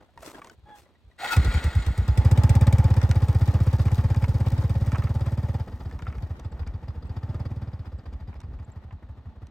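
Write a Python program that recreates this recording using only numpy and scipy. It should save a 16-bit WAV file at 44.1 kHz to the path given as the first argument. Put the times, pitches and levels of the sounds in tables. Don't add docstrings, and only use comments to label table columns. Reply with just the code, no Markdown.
import sys
import numpy as np
from scipy import signal
from scipy.fft import rfft, irfft, next_fast_len
from scipy.io import wavfile
from scipy.ndimage import uniform_filter1d

SR = 44100
rng = np.random.default_rng(int(sys.argv[2]) if len(sys.argv) > 2 else 0)


def nominal_scale(level):
    x = np.asarray(level, float) / 20
    return 10 ** x


def dump_mix(stems):
    frames = np.atleast_2d(stems).T
    limited = np.clip(frames, -1, 1)
    pcm = np.round(limited * 32767).astype(np.int16)
    wavfile.write(sys.argv[1], SR, pcm)


N = 418950
SECONDS = np.arange(N) / SR
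SIZE = next_fast_len(N)
HZ = np.maximum(np.arange(SIZE // 2 + 1) * SR / SIZE, 1)

MISFIRES = [66, 68, 71, 76, 82, 108, 114, 118]
MISFIRE_LATE_S = .019
TIGHT_MS = 60


def rms_one(x):
    return x / np.sqrt(np.mean(x ** 2) + 1e-20)


def in_time(rows):
    s, *columns = np.transpose(rows)
    return [np.interp(SECONDS, s, c) for c in columns]


def during(rows):
    start, end = rows[0][0], rows[-1][0]
    return np.interp(SECONDS, [start, start + .008, end - .008, end], [0, 1, 1, 0])


def humps(rows):
    return sum(nominal_scale(db) * np.exp(-((SECONDS - s) / width) ** 2) for s, width, db in rows)


def at_hz(points):
    p = np.array(points, float)
    return np.interp(np.log(HZ), np.log(np.maximum(p[:, 0], 1)), p[:, 1])


def noise(spectrum, resonances=()):
    gain = 1 + sum(nominal_scale(db) / (1 + ((HZ - hz) / (width_hz / 2)) ** 2) for hz, width_hz, db in resonances)
    return rms_one(irfft(rfft(rng.standard_normal(SIZE)) * nominal_scale(at_hz(spectrum)) * gain, SIZE)[:N])


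def drift(rate):
    r = np.exp(-2 * np.pi * rate / SR)
    return rms_one(signal.lfilter([1], [1, -2 * r, r * r], rng.standard_normal(N + SR))[SR:])


def split(x, hz):
    low = signal.sosfilt(signal.butter(1, hz, fs=SR, output="sos"), x)
    return low, x - low


def fields():
    # frequency in Hz, level in dB per Hz.
    colour = [(35, -36), (60, 17), (262, -2), (503, -15), (842, -20), (4120, -15), (10300, -61),
              (16000, -68)]
    return nominal_scale(-65) * (noise(colour) + 0.88 * noise(colour) * [[1], [-1]])


def wind():
    # time in s, level in dB.
    gusts = [(1.2, -60), (4.5, -40), (5.6, -46), (6.5, -46), (6.64, -42), (6.85, -47), (7.3, -52),
             (7.36, -36), (7.42, -48), (8.4, -52), (8.52, -41), (8.65, -53), (9.5, -60)]
    gust_db, = in_time(gusts)
    rumble = noise([(15, -46.0), (35, 3.0), (85, 2.0), (250, -10.5), (16000, -99)])
    return during(gusts) * nominal_scale(gust_db + 2.0 * drift(0.56)) * rumble


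def birds():
    # time in s, peak in dB, frequency in Hz.
    chips = [
        (6.4457, -63, 7300),
        (6.5181, -62, 7400),
        (7.0694, -71, 7720),
        (7.9264, -81, 7540),
        (7.9833, -68, 7560),
        (8.647, -61, 7200),
        (8.7181, -58, 7200),
    ]
    out, t = np.zeros(N), np.arange(SR // 70) / SR
    for s, db, hz in chips:
        i = round((s - .004) * SR)
        whistle = np.sin(2 * np.pi * hz * (1.07 * t + .0007 * np.exp(-t / .004)))
        out[i:i + len(t)] += nominal_scale(db) * np.hanning(len(t)) * whistle
    return out


def grit():
    # time in s, level in dB.
    gravel = [(2.8, -69), (3.3, -56.5), (3.6, -60), (3.75, -57), (4.1, -62), (4.5, -62), (4.7, -63),
              (4.95, -61), (5.6, -68), (6.4, -75)]
    # time in s, peak in dB.
    ticks = [(2.2767, -47), (2.9412, -38), (3.2036, -52), (3.457, -42), (3.4624, -44), (3.9454, -33.5),
             (3.9549, -37), (4.2924, -38), (4.384, -41), (4.4836, -38), (4.5025, -36), (4.862, -38),
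             (6.2233, -47), (6.2954, -61), (6.8578, -63), (6.8793, -61), (6.9486, -67), (6.989, -62),
             (7.0559, -55), (8.3419, -56), (8.63, -58), (8.7011, -58), (8.7585, -65), (9.1127, -62),
             (9.4195, -67)]
    grains_per_s, grain_t60_s = 610, 0.014
    gravel_db, = in_time(gravel)
    sizes = nominal_scale(2.5 * np.minimum(rng.exponential(1, N), 4))
    grains = rms_one(sizes * (rng.random(N) < grains_per_s / SR))
    marks = during(gravel) * nominal_scale(gravel_db) * grains / 12
    s, db = np.transpose(ticks)
    marks[(s * SR).astype(int)] += nominal_scale(db - 5.5)
    burst = signal.lfilter([1], [1, -nominal_scale(-60 / (grain_t60_s * SR))], marks)
    return burst * noise([(1500, -16), (4000, 2.5), (8000, -6.0), (12000, -5.5), (16000, -8.0)])


def strike(out, s, db, hz, edge_db, pan_db, t60, crunch, squeak):
    t, chance = np.arange(SR // 20) / SR, rng.standard_normal((2, SR // 20))
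    body = signal.sosfilt(signal.butter(4, [550, 2400], "band", fs=SR, output="sos"), chance[0])
    edge = signal.sosfilt(signal.butter(2, [2200, 7500], "band", fs=SR, output="sos"), chance[1])
    ring = sum(squeak ** k * np.sin(2 * np.pi * (k + 1) * hz * t) for k in range(6))
    wave = ring + crunch * body + nominal_scale(edge_db + 6.5) * edge * np.exp(-t / 0.0023)
    wave = wave * nominal_scale(db - 60 * t / t60) * (1 - np.exp(-t / 0.00092))
    i = round(s * SR)
    out[:, i:i + len(t)] += wave[:N - i] * nominal_scale([[pan_db / 2], [-pan_db / 2]])


def blows():
    # time in s, peak in dB, ring in Hz, sharp edge in dB.
    taps = [(0.058, -61, 398, -26), (0.088, -41, 720, -30), (0.149, -59, 406, -14), (0.175, -23, 937, -11),
            (0.229, -22.5, 652, -17), (0.275, -21, 315, -16), (0.346, -28.5, 1620, -23),
            (0.377, -47, 875, -13), (0.417, -22, 1144, -11), (0.445, -27, 940, -2),
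            (0.471, -29.5, 1060, -3), (0.497, -29.5, 1505, 1), (0.953, -45, 1930, -20),
            (0.856, -47, 1980, -12), (0.862, -39, 546, -25), (1.1, -43.5, 630, -27),
            (1.113, -42, 1940, -14)]
    knocks = [(2.669, -30, 1200, 3), (3.015, -31, 1430, 0), (3.112, -24.5, 1430, 3.5),
              (3.882, -31, 1070, -9), (4.109, -40, 1030, -30), (4.145, -30.5, 1070, -1),
              (4.241, -25.5, 964, -8), (4.35, -51, 1460, -15), (4.469, -56, 1180, 4), (5.26, -46, 1300, -5),
              (5.911, -40.5, 1740, -5), (5.99, -36.5, 960, -6), (6.021, -37.5, 1430, -4),
              (6.067, -31, 1350, -18.5), (6.125, -38, 1310, -11), (6.182, -40, 850, -7),
              (6.396, -44.5, 990, 7.5), (6.63, -44, 1040, -25), (6.674, -43, 2320, 3.5),
              (7.344, -44, 990, -2), (8.13, -60, 1510, 7), (8.136, -51, 1120, 1), (8.328, -46, 920, -30),
              (8.34, -47, 900, -30), (8.36, -50, 1130, -21), (8.403, -47.5, 870, 7.5),
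              (8.414, -48.5, 969, 1), (8.435, -48, 1060, -10), (8.588, -45, 1010, -15),
              (8.908, -41.5, 1020, -24), (9.261, -65, 1200, -11), (9.469, -55.5, 1030, 10)]
    jolt = [
        (4.918, -32, 1310, -1),
        (4.947, -27, 1100, -16),
        (4.955, -26.5, 1300, -12),
        (4.958, -31, 975, -7),
        (5.021, -31.5, 1230, -20),
        (5.071, -34.5, 1310, -15),
    ]
    # time in s, peak in dB, ring in Hz.
    chatter = [
        (5.9344, -51, 1530),
        (5.9594, -50, 1240),
        (6.0506, -45, 1900),
        (6.0547, -40, 1360),
        (6.085, -39, 1460),
        (6.0998, -34, 1270),
        (6.144, -43, 1220),
        (6.151, -39, 1300),
    ]
    for s, db, hz, edge_db in taps:
        if s == taps[0][0]:
            out = np.zeros((2, N))
        strike(out, s, db - 12.5, hz, edge_db, 0, t60=0.046, crunch=1.0, squeak=0.29)
    drifting = knocks + [(s, db - 6, hz, -12) for s, db, hz in chatter]
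    placed = [(*k, 3.5 - 0.8 * k[0]) for k in drifting]
    placed = placed + [(*k, -5.5) for k in jolt]
    for s, db, hz, edge_db, pan_db in placed:
        strike(out, s, db - 3, hz, edge_db, pan_db, t60=.045, crunch=2.6, squeak=.1)
    return out


def rider():
    # time in s, unused.
    seated = [(0, 0), (1.19, 0)]
    # time in s, half-width in s, rustle in dB, fizz against rustle in dB.
    shifts = [(.005, 0.031, -52, -30), (.195, 0.033, -60, -27), (0.271, 0.049, -46.5, 1.5),
              (.375, 0.033, -44, -14), (.46, 0.031, -51, -9), (.53, 0.017, -55.5, -9),
              (.7, 0.032, -53, -32), (.79, 0.042, -63, 7), (.9, 0.038, -67, -27)]
    # time in s, half-width in s, level in dB.
    thuds = [(.01, .03, -80), (.195, 0.03, -51), (.26, 0.029, -63), (.41, 0.018, -71), (.59, 0.013, -49),
             (.65, 0.019, -51), (.78, .05, -62), (1.07, 0.026, -50), (1.15, .05, -80)]
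    # time in s, pitch in Hz, level in dB.
    squeak = [
        (0.655, 835, -58),
        (0.7, 852, -50.5),
        (0.74, 836, -50),
        (0.775, 832, -59),
        (0.83, 826, -75),
    ]
    rest_db, rest_bright_db = -66.5, -11
    rub = nominal_scale(rest_db) + humps([(s, w, db) for s, w, db, _ in shifts])
    bright = nominal_scale(rest_db + rest_bright_db) + humps([(s, w, db + fizz_db) for s, w, db, fizz_db in shifts])
    cloth = noise([(100, -6.5), (300, 0.5), (1000, -6.5), (3000, -23.0), (16000, -49)])
    fizz = noise([(1500, 6.5), (4000, 0.0), (9000, 0.5), (16000, -7)])
    rustle = nominal_scale(3.0 * drift(105) - 3.5) * (rub * cloth + bright * fizz)
    bumps = humps(thuds) * noise([(20, -26), (60, 10.0), (150, -7.0), (400, -34), (16000, -87)])
    hz, creak_db = in_time(squeak)
    turn = 2 * np.pi * np.cumsum(hz * (1 + 0.0165 * drift(110))) / SR
    creak = 1.5 * np.sin(turn) + 0.4 * np.sin(2 * turn) + 0.16 * np.sin(4 * turn)
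    creak = nominal_scale(creak_db + 1.4 * drift(150)) * creak
    return during(seated) * (rustle + bumps) + during(squeak) * creak


def starter():
    # time in s, level in dB.
    whirring = [(1.175, -73), (1.19, -40), (1.26, -30), (1.31, -35), (1.333, -25), (1.355, -37),
                (1.55, -35.5), (1.8, -42), (2.3, -52)]
    # frequency in Hz, level in dB per Hz.
    colour = [(120, -30), (200, -8), (867, 0.5), (1020, -3.5), (1940, -3.5), (10100, -30.5), (12200, -53),
              (13800, -55), (16000, -49)]
    # frequency in Hz, width in Hz, level in dB.
    casing = [(1440, 130, 6), (1930, 125, 10.5), (2160, 60, 11.5), (2460, 73, -16), (3285, 63, 11),
              (4130, 940, 10.5), (6940, 83, 21), (8340, 1400, 11.5)]
    # time in s, half-width in s, upper whine in dB, lower whine in dB.
    strains = [
        (1.246, 0.027, -44, -21),
        (1.331, 0.024, -28, -26),
        (1.355, 0.01, -51, -29),
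    ]
    whirr_db, = in_time(whirring)
    whirr = nominal_scale(whirr_db - 3.0 + 2.0 * drift(42)) * noise(colour, casing)
    upper = humps([(s, w, db) for s, w, db, _ in strains]) + nominal_scale(whirr_db - 10)
    upper_tones = [(1310, 50, 26), (1431, 23, 37.2), (2575, 36, 26.6), (3640, 160, 9.7), (4970, 260, 5.2)]
    upper = upper * noise([(100, -38), (16000, -43.0)], upper_tones)
    pace = np.clip(1 + 2.55 * (SECONDS - strains[0][0]), .92, 1.08)
    tone = noise([(100, -44), (16000, -48)], [(801, 110, 110)])
    lower = np.interp(np.cumsum(pace), np.arange(N), tone)
    lower = humps([(s, w, db - 10.5) for s, w, _, db in strains]) * lower
    return during(whirring) * (whirr + upper + lower)


def every_firing():
    # firing number, ms to the next firing, full-charge thump peak in dB.
    catching = [
        (0, 83.07, -6.8),
        (3, 110.63, -8.2),
        (4, 112.4, -9.7),
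        (5, 113.3, -11.2),
        (6, 101.6, -11.6),
        (7, 96.0, -9.9),
        (8, 73.54, -7.3),
        (9, 64.53, -6.3),
        (11, 59.71, -6.5),
    ]
    riding = [(17, 56.88, -6.8), (20, 62.8, -8.2), (25, 64.05, -9.3), (28, 64.14, -9.3), (52, 56.89, -14.0),
              (64, 55.24, -17.4), (68, 68.56, -24.4), (70, 75.49, -21.7), (86, 70.37, -23.6),
              (89, 54.77, -20.9), (95, 54.24, -24.4), (96, 59.08, -25.3), (107, 81.21, -28.8),
              (117, 83.89, -30.7), (119, 75.41, -31.2)]
    # firing number, shortfall in dB, slackness.
    weak_charges = [(1, 5.6, 1.53), (2, 4.4, 1.35), (3, 4.5, 1.39), (5, 1.7, 1.4), (66, 7.1, 1.59),
                    (67, 4.7, 1.39), (68, 4.2, 1.6), (70, 5.8, 1.47), (71, 10.8, 1.5), (73, 4.9, 1.6),
                    (76, 8.8, 1.48), (78, 5.1, 1.6), (79, -0.4, 1.45), (80, 2.3, 1.57), (82, 12.7, 1.54),
                    (84, 5.0, 1.43), (85, 7.9, 1.47),
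                    (99, 5.2, 1.35), (100, 0.2, 1.33), (101, 7.6, 0.96), (102, 2.0, 1.4), (103, -0.9, 1.6),
                 (104, 3.8, 1.39), (106, 4.3, 1.6), (108, 3.6, 1.59), (110, 3.5, 1.02), (112, 4.4, 1.12),
                 (114, 12.1, 1.52), (116, 6.2, 1.09), (118, 8.0, 1.41)]
    number, ms, db = np.transpose(catching + riding)
    count = np.arange(120)
    ms, full = np.interp(count, number, ms), np.interp(count, number, db)
    s = 1.3648 + (np.cumsum(ms) - ms) / 1000 + MISFIRE_LATE_S * np.isin(count, MISFIRES)
    peak = full.copy()
    slack = np.minimum(1 + .0058 * (ms - TIGHT_MS), 1.22)
    for k, short_db, weak in weak_charges:
        peak[int(k)], slack[int(k)] = full[int(k)] - short_db, weak
    return np.transpose([s, ms, full, peak, slack])


def per_firing(shape, follow, uneven_db):
    rows, marks = every_firing(), np.zeros(N)
    strength = rows[:, 3] - uniform_filter1d(rows[:, 3], size=7)
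    gains = nominal_scale(follow * strength + uneven_db * rng.standard_normal(len(rows)))
    marks[np.round(rows[:, 0] * SR).astype(int)] = gains
    envelope = signal.fftconvolve(marks, shape)[:N]
    return envelope / np.sqrt(uniform_filter1d(envelope ** 2, size=SR // 3) + 1e-4)


def engine_noise():
    # time in s, level in dB.
    jet_level = [(1.3, -44.5), (1.6, -49.5), (2.1, -52), (2.3, -42), (2.75, -45.5), (2.95, -52.5),
                 (4.0, -55.5), (5.0, -56), (5.55, -60.5), (5.75, -75), (7.05, -86), (7.2, -80), (7.55, -65),
                 (7.8, -95), (9.5, -97)]
    # frequency in Hz, level in dB per Hz.
    puff_colour = [(150, -26), (400, -29), (1000, -15), (2000, -6.5), (4000, -28), (8000, -10),
                   (12000, -18.5), (16000, -18)]
    # frequency in Hz, width in Hz, level in dB.
    pipe = [(2344, 120, 13), (3750, 280, 21.5), (5150, 1300, 6), (8700, 1000, -14)]
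    # frequency in Hz, level in dB per Hz.
    gear_colour = [(120, -6.5), (220, 3), (400, -9), (650, -8), (870, -11), (1900, -19.5), (2170, -21.5),
                   (8360, -38.5), (10200, -41), (11700, -39.5), (16000, -43)]
    # frequency in Hz, width in Hz, level in dB.
    casing = [(777, 22, 0), (871, 29, 3.5), (1220, 370, -5.5), (1430, 26, -22), (1870, 170, -0.5)]
    shield = [(2407, 47, 52.5), (3510, 530, 48), (4840, 800, 51.5)]
    ms, full_db = in_time(every_firing()[:, :3])
    (puff_db,) = in_time(jet_level)
    gear_db = -34 + 0.67 * full_db - 0.71 * 20 * np.log10(ms / TIGHT_MS)
    bright_db = 2.5 + 0.27 * full_db
    rattle_db = gear_db - 19 + 0.03 * full_db
    rattle_db = rattle_db - 31 * np.maximum(SECONDS - 8.4, 0)

    t = np.arange(SR // 12) / SR
    echo = 0.06 * np.exp(-((t - .011) / 0.00073) ** 2)
    puff = (1 - np.exp(-t / .0007)) * (np.exp(-t / .003) + .16 * np.exp(-t / .016)) + echo
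    jet = per_firing(puff, follow=.6, uneven_db=2.5)
    jet = np.roll(jet, -round(0.0012 * SR))
    jet = nominal_scale(puff_db - 3.5) * jet * noise(puff_colour, pipe)

    shake = per_firing(t / .006 * np.exp(-t / .006), follow=.3, uneven_db=2.0)
    gear = nominal_scale(gear_db + 2.0 * drift(40)) * (.85 + .45 * shake) * noise(gear_colour, casing)
    hum_db = gear_db - .5 + .75 * full_db - 0.11 * (ms - TIGHT_MS)
    hum = nominal_scale(hum_db) * noise([(100, 0), (16000, 0)], [(850, 86, 90)])
    low, high = split(gear + hum + jet, 1400)
    rattle = noise([(100, -19), (5200, -28), (7000, -48), (16000, -50.5)], shield)
    rattle = nominal_scale(rattle_db) * shake * rattle
    running = np.interp(SECONDS, [1.33, 1.37], [0, 1])
    return running * (low + nominal_scale(bright_db) * high + rattle)


def thump(slack, size=8192):
    # frequency in Hz, sharpness.
    silencer = [(70, 7.0), (88, 3.2), (110, 2.6), (136, 3.4), (222, 6.0)]
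    hz = np.arange(size // 2 + 1) * SR / size
    response = hz ** 4 + 0j
    for chamber_hz, sharp in silencer:
        u = 1j * hz * slack / chamber_hz
        response = response / (1 + u / sharp + u * u)
    wave = irfft(response)
    return wave / np.abs(wave).max()


def valve_kick(size=8192):
    t = np.arange(size) / SR
    swing = np.sin(2 * np.pi * (50 * t + .82 * (1 - np.exp(-t / .007))))
    return -1.15 * (1 - np.exp(-t / .0015)) * np.exp(-(t / .027) ** 2) * swing


def exhaust():
    # frequency in Hz, level in dB, t60 in s.
    boom_note = (58.2, -9.5, 0.08)
    # frequency in Hz, level in dB, t60 in s.
    tailpipe = [(205, -12.5, 0.068), (285, -28, 0.16), (335, -26, 0.13), (457.3, -28.5, 0.17),
                (537.6, -19, 0.075), (846.4, -42, 0.25)]
    # firing number, ms late.
    lean = [(67, 4), (70, 5), (72, -3), (73, -2), (76, 4), (77, 2), (79, 5), (84, 4), (85, 3), (99, 5),
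            (100, 6), (101, -5), (102, 4), (104, 6)]
    # time in s, peak in dB, slackness.
    afterburn = (8.478, -31, 1.64)
    ring_lead_s, ring_rise_s = 0.005127, 0.0044
    out, kick, rows, late_ms = np.zeros(N + SR), valve_kick(), every_firing(), dict(lean)
    t = np.arange(len(kick)) / SR

    def leave(s, wave):
        out[round(s * SR):][:len(t)] += wave

    for number, (s, ms, full_db, db, slack) in enumerate(rows):
        late, hard, _, *uneven = rng.standard_normal(4 + len(tailpipe))
        kick_db = np.interp(slack, [1.04, 1.1], [-30, -9]) - .08 * (ms - 70) + 1.3 * hard
        shut = s - MISFIRE_LATE_S * (number in MISFIRES) + .3 * rows[max(number - 1, 0), 1] / 1000
        shut = shut + .006 + .0008 * late
        warm = (slack ** .4 * min(ms / TIGHT_MS, 1.15)) ** -0.41
        notes = []
        for (hz, ring_db, t60), u in zip([boom_note] + tailpipe, uneven):
            decay = nominal_scale(db + ring_db + 0.38 * u - 60 * t / t60)
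            notes.append(slack * decay * np.sin(2 * np.pi * hz * warm * t) * (1 - np.exp(-t / ring_rise_s)))
        boom, *rings = notes
        rings_gain = (TIGHT_MS / ms) ** 2 * nominal_scale(1.1 * (full_db - db))
        s = s + late_ms.get(number, 0) / 1000
        leave(s, nominal_scale(db) * thump(slack) + boom)
        leave(s - ring_lead_s, sum(rings) * rings_gain)
        leave(shut, nominal_scale(full_db + kick_db) * kick)
    s, db, slack = afterburn
    leave(s, nominal_scale(db) * thump(slack))
    return out[:N]


def ports(x):
    # frequency in Hz, phase by which left leads in radians.
    port_phase = [(0, 0), (3700, 0.9), (4050, 1.7), (5860, -0.6), (7410, 1.1), (7920, 0.8), (9820, -2.6),
                  (10900, -4.0), (11700, -6.2), (12600, -6.6), (13300, -9.0), (14100, -9.6), (15200, -12.4),
                  (16500, -12.7)]
    # frequency in Hz, left over right in dB.
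    balance = [(60, -.1), (300, -.7), (1200, .8), (2400, 1.3), (4400, 4.5), (8000, 0)]
    # frequency in Hz, left-right likeness from 0 to 1.
    likeness = [(150, .996), (400, .99), (1000, .9), (2000, .85), (4000, .7), (8000, .85), (10000, .97)]
    half = nominal_scale(at_hz(balance) / 2) * np.exp(.5j * np.interp(HZ, *np.transpose(port_phase)))
    x = x * np.ones((2, 1))
    scattered = rfft(np.roll(x.mean(axis=0), 60) * drift(15.6), SIZE)
    scattered = scattered * 0.9 * np.sqrt(1 - np.clip(at_hz(likeness), 0, 1))
    left, right = rfft(x, SIZE)
    return irfft([(left + scattered) * half, (right - scattered) / half], SIZE)[:, :N]


def scene():
    around = wind() + birds() + grit() + blows()
    motorcycle = rider() + starter() + engine_noise() + exhaust()
    return ports(around + motorcycle) + fields()


def low_pass(x):
    return signal.sosfilt(signal.butter(12, 16960, fs=SR, output="sos"), x)


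def record(dry):
    band = signal.sosfilt(signal.cheby2(10, 60, 17300, fs=SR, output="sos"), dry)
    band = band - signal.sosfilt(signal.butter(1, 14, fs=SR, output="sos"), band)
    return low_pass(band)


dry = scene()
out = record(dry)
dump_mix(out)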